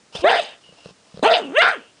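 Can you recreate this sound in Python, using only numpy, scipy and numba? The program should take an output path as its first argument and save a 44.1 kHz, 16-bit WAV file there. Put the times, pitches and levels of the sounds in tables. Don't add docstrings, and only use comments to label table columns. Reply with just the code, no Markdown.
import sys
import numpy as np
from scipy import signal
from scipy.fft import rfft, irfft
from scipy.io import wavfile
from scipy.ndimage import uniform_filter1d
from numba import njit

SR = 44100
rng = np.random.default_rng(int(sys.argv[2]) if len(sys.argv) > 2 else 0)


def materialize(psi):
    bounded = np.clip(np.atleast_2d(psi).T, -1, 1)
    quanta = np.round(bounded * 32767).astype(np.int16)
    wavfile.write(sys.argv[1], SR, quanta)


N = 88200

# f/Hz, relative density/dB
HUSH_SPECTRUM = [(25, -8), (112, -6.5), (204, -3.5), (3030, -15), (5260, -13.5), (9820, -20.5)]
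# t/s, level/dB
BREATHS = [
    [(.125, -47), (.148, -41), (.153, -31.5), (.18, -36.5), (.22, -36)],
    [(.61, -58), (.65, -59), (.82, -53.5), (.9, -47), (.93, -68.5), (1.14, -55.5), (1.17, -47.5),
     (1.2, -60)],
    [(1.94, -70.5), (1.99, -58)],
]
# f/Hz, bandwidth/Hz, gain/dB
NOSE_RESONANCES = [(556, 560, 3.5), (1495, 1600, -5.5), (2770, 560, 2.5), (5210, 810, -1.5),
                   (8160, 5800, -15.5)]
# t/s, duration/s, starting f/Hz, final f/Hz, level/dB
WHISTLE_GLIDES = [(0.149, 0.031, 2950, 3820, -31), (0.623, .11, 2930, 2860, -51.5),
                  (0.764, 0.142, 2830, 2700, -56), (1.224, 0.047, 3940, 4370, -34),
                  (1.389, 0.096, 3130, 2670, -39.5)]
# t/s, level/dB, extra gain of the lowest mode/dB
PALATE_FLAPS = [(0.152, -30.5, -1), (0.69, -49, 4.5), (0.725, -47.5, -2), (0.859, -34.5, 1),
                (0.89, -43.5, -10), (0.908, -48.5, 7), (1.143, -45.5, 14), (1.174, -35, -2),
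                (1.194, -34, 0.5)]
# f/Hz, gain/dB, T60/s
AIRWAY_MODES = [(184, 2, 0.046), (516, 9.5, 0.02), (1160, 1, 0.0039), (4070, 1.5, 0.0044)]
# t/s, impulse level/dB
PAW_THUMPS = [(0.192, -23.5)]
# t/s, f/Hz, roughness (0 clean, about 1 noisy)
UPPER_VIBRATION = [(.24, 522, 0), (.265, 653.4, 0.06), (.283, 707.7, 0.13), (.29, 762, 0.8),
                   (.33, 695.7, 0.72), (.375, 788.3, 0.82), (.388, 729.7, 0.31), (.408, 553, 0.39),
                   (.415, 598.2, 1.02), (1.23, 591.3, .3), (1.28, 636.5, 0.51), (1.31, 680.2, 0.42),
                   (1.345, 655.1, 0.55), (1.375, 698.8, 0.54), (1.41, 427.8, 0.58), (1.45, 301.8, 0.59),
                   (1.515, 266.4, 0.41), (1.55, 464.3, 0.07), (1.585, 627.7, 0.07), (1.612, 728.5, 0.06),
                   (1.626, 741.7, 0.84), (1.7, 740, 0.81), (1.73, 656.8, 0.6), (1.785, 242, 0.57),
                   (1.8, 207.9, 1.06)]
# t/s, f/Hz, weight relative to the upper/dB
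LOWER_VIBRATION = [(.225, 323.7, 43), (.236, 354.6, 6.5), (.245, 358.8, -5), (.275, 431, -8),
                   (.3, 485.3, -1.5), (.36, 449.8, -4.5), (.42, 389.4, -28), (1.225, 200.4, 7),
                   (1.24, 327.7, 45), (1.255, 429.5, 25.5), (1.28, 480, -5.5), (1.345, 466, -1),
                   (1.375, 335.6, -15), (1.42, 207.3, -2), (1.45, 200.1, -46), (1.6, 441.7, -25),
                   (1.625, 460.9, 3), (1.69, 476.2, -24.5), (1.72, 457.6, -15)]
# t/s, throat level/dB, mouth level/dB re throat, muzzle level/dB re throat
CALL_LEVELS = [
    [(.222, -35.5, -28, -12), (.238, -21.5, -41, -13), (.244, -8.5, -15.5, -38), (.28, -12.5, -4.5, -20),
     (.294, -16, -4.5, -1), (.334, -14.5, -4, -25), (.378, -22.5, -3, -3.5), (.4, -16.5, -17, -12.5),
     (.412, -32.5, -8.5, -3.5), (.54, -50, -2, 2.5), (.59, -61, -2, -9)],
    [(1.228, -13, -30, -32), (1.24, -16, -5.5, -12), (1.26, -9, -11, -12.5), (1.284, -14.5, -7, -7.5),
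     (1.318, -10.5, -10.5, -32.5), (1.34, -15.5, -12.5, -0.5), (1.37, -17, -12, -12),
     (1.41, -29, -8.5, -15), (1.48, -32.5, -18.5, -16), (1.538, -30, -12.5, -24.5), (1.572, -18, 2.5, 4.5),
     (1.586, -8.5, -9.5, -28), (1.61, -22, 10, 6), (1.69, -22, 7, -20), (1.74, -31, 3, -5.5),
     (1.79, -41.5, -3.5, -9.5), (1.91, -69, 2.5, 10.5)],
]
# t/s, throat f/Hz, mouth f/Hz
FORMANT_PATHS = [(0.229, 346, 1320), (0.248, 497, 1660), (0.281, 840, 1760), (0.391, 673, 1770),
                 (1.227, 581.7, 1604), (1.255, 914.6, 1501), (1.284, 664.2, 1415), (1.349, 689.1, 1775),
                 (1.39, 665.6, 1528), (1.452, 327.4, 1336), (1.521, 293, 1350), (1.552, 463, 1450),
                 (1.578, 594, 1870), (1.613, 640, 1920), (1.63, 660, 1364), (1.719, 655, 1530),
                 (1.785, 276, 1480), (1.813, 462, 1437)]
# f/Hz, bandwidth/Hz, gain/dB
MUZZLE_RESONANCES = [(2820, 650, 0)]
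RASP_RESONANCES = [(3604, 380, 5), (5010, 770, 0)]
HISS_RESONANCES = [(6240, 350, 3.5), (8510, 770, -1)]
# t/s, rasp level/dB re throat, hiss level/dB re throat
TREBLE_LEVELS = [(.26, -26.5, -40), (.3, -13, -31), (.4, -14.5, -32), (.42, -4, -16), (1.245, -18, -25.5),
                 (1.285, -23.5, -41), (1.345, -6.5, -31.5), (1.5, -36.5, -30), (1.575, -25.5, -37.5),
                 (1.62, -4, -29), (1.75, -21.5, -25)]

JITTER, SHIMMER_DB = 0.15, 9.5
BREATHY_DB, COUPLING = 2, 0.41
FORMANT_WIDTHS_HZ, FORMANT_BYPASS = (320, 383), 0.1
HUSH_DB, ROOM_DB = -55, -12


def amp(db):
    return 10 ** (np.asarray(db) / 20)


def curves(rows):
    times, *columns = np.transpose(rows)
    return [np.interp(np.arange(N) / SR, times, column) for column in columns]


def envelopes(events):
    rows = []
    for event in events:
        first, last = event[0], event[-1]
        rows += [(first[0] - .004, -90, *first[2:]), *event, (last[0] + .02, -90, *last[2:])]
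    return curves(rows)


def drift(rate_hz):
    r = np.exp(-2 * np.pi * rate_hz / SR)
    slow = signal.lfilter([1], [1, -2 * r, r * r], rng.standard_normal(N + 4000))[4000:]
    return slow / slow.std()


def unit_band(x, band_hz):
    band = signal.sosfilt(signal.butter(2, band_hz, "band", fs=SR, output="sos"), x)
    return band / np.sqrt(uniform_filter1d(band ** 2, 450) + 1e-12)


def resonate(x, resonances):
    out = 0
    for k, (hz, width_hz, db) in enumerate(resonances):
        r = np.exp(-np.pi * width_hz / SR)
        poles = [1, -2 * r * np.cos(2 * np.pi * hz / SR), r * r]
        out += (-1) ** k * amp(db) * signal.lfilter([(1 - r * r) / 2, 0, (r * r - 1) / 2], poles, x)
    return out


@njit
def glide(x, hz, width_hz):
    turn, r = 2 * np.pi * hz / SR, np.exp(-np.pi * width_hz / SR)
    y = np.zeros(len(x))
    for i in range(2, len(x)):
        y[i] = (1 - r * r) / 2 * (x[i] - x[i - 2]) + 2 * r * np.cos(turn[i]) * y[i - 1] - r * r * y[i - 2]
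    return y


def ring(times, gains, hz, t60_s):
    impulses = np.zeros(N) + 1e-18
    impulses[(times * SR).astype(int)] = gains
    r, turn = amp(-60 / (t60_s * SR)), 2 * np.pi * hz / SR
    return signal.lfilter([0, np.sin(turn)], [1, -2 * r * np.cos(turn), r * r], impulses)


def room_hush():
    hz, db = np.transpose(HUSH_SPECTRUM)
    bins_hz = np.maximum(np.arange(N // 2 + 1) * SR / N, 1)
    weights = amp(np.interp(np.log(bins_hz), np.log(hz), db))
    noise = irfft(rfft(rng.standard_normal(N)) * weights, N)
    return amp(HUSH_DB) * noise / noise.std()


def nose_wheeze():
    turbulence = rng.standard_normal(N) * amp(2.0 * drift(66))
    air = resonate(turbulence, NOSE_RESONANCES)
    return amp(envelopes(BREATHS)[0]) * air / air.std()


def whistles(width_hz=160):
    t, air, out = np.arange(N) / SR, rng.standard_normal(N), 0
    for start, duration, from_hz, to_hz, db in WHISTLE_GLIDES:
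        progress = np.clip((t - start) / duration, 0, 1)
        hz = from_hz + (to_hz - from_hz) * progress
        tone = glide(glide(air, hz, width_hz), hz, width_hz)
        swell = np.sqrt(np.abs(np.sin(np.pi * progress)))
        out += amp(db) * swell * tone / tone.std()
    return out


def palate_flutter():
    times, db, dull_db = np.transpose(PALATE_FLAPS)
    return sum(ring(times, amp(db + mode_db + (dull_db if k == 0 else 0)), hz, t60_s)
               for k, (hz, mode_db, t60_s) in enumerate(AIRWAY_MODES))


def paw_thump():
    times, db = np.transpose(PAW_THUMPS)
    return uniform_filter1d(ring(times, amp(db), hz=70.2, t60_s=0.052), size=150)


def fold_vibration(pitch_hz, roughness, tilt, top_hz=4600):
    phase = 2 * np.pi * np.cumsum(pitch_hz * (1 + JITTER * roughness * drift(137.84))) / SR
    tone = sum(np.cos(k * phase + k * k) * k ** -tilt * np.clip((top_hz - k * pitch_hz) / 800, 0, 1)
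               for k in range(1, 22))
    return tone * amp(SHIMMER_DB * roughness * drift(90)), phase


def larynx():
    upper_hz, roughness = curves(UPPER_VIBRATION)
    lower_hz, balance_db = curves(LOWER_VIBRATION)
    upper, upper_phase = fold_vibration(upper_hz, roughness, tilt=0.98)
    lower, lower_phase = fold_vibration(lower_hz, .65 * roughness, tilt=1.0)
    upper_gain, lower_gain = amp(-np.maximum(balance_db, 0)), amp(np.minimum(balance_db, 0))
    puffs = rng.standard_normal(N) * (1 + .5 * np.cos(upper_phase))
    tonal_share = np.clip(1 - roughness ** 3, 0, 1)
    modulation = 1 + COUPLING * lower_gain * np.cos(lower_phase)
    breath = amp(BREATHY_DB) * (roughness + 0.044) * puffs
    return upper_gain * tonal_share * upper * modulation + lower_gain * lower + breath, puffs


def barks_and_whimper():
    source, puffs = larynx()
    level_db, mouth_db, muzzle_db = envelopes(CALL_LEVELS)
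    rasp_db, hiss_db = curves(TREBLE_LEVELS)
    throat, mouth = (FORMANT_BYPASS * source + glide(source, hz, width_hz)
                     for hz, width_hz in zip(curves(FORMANT_PATHS), FORMANT_WIDTHS_HZ))
    muzzle = resonate(resonate(source, MUZZLE_RESONANCES), MUZZLE_RESONANCES)
    rasp = resonate(resonate(source, RASP_RESONANCES), RASP_RESONANCES)
    hiss = resonate(puffs, HISS_RESONANCES)
    bands = ((throat, 0, [170, 1100]),
             (mouth, mouth_db, [1050, 2450]),
             (muzzle, muzzle_db, [2300, 3500]),
             (rasp, rasp_db + 3.1 * drift(45), [3400, 5600]),
             (hiss, hiss_db + 4.0 * drift(45), [5600, 12000]))
    return amp(level_db) * sum(amp(db) * unit_band(x, band_hz) for x, db, band_hz in bands)


def reverberation(x, t60_s=0.089):
    t = np.arange(SR // 2) / SR
    tail = rng.standard_normal(len(t)) * amp(-60 * t / t60_s) * (t > .004)
    return signal.fftconvolve(x, tail / np.sqrt(np.sum(tail ** 2)))[:N]


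def scene():
    dog = barks_and_whimper() + nose_wheeze() + whistles() + palate_flutter()
    return (dog + amp(ROOM_DB) * reverberation(dog) + paw_thump() + room_hush())[None]


def record(dry):
    ceiling, low_hz, high_hz = .68, 75.6, 9950
    rounded = dry / (1 + (np.abs(dry) / ceiling) ** 12) ** (1 / 12)
    thinned = signal.sosfilt(signal.butter(2, low_hz, "high", fs=SR, output="sos"), rounded)
    return signal.sosfilt(signal.ellip(12, 1, 60, high_hz, fs=SR, output="sos"), thinned)


dry = scene()
out = record(dry)
materialize(out)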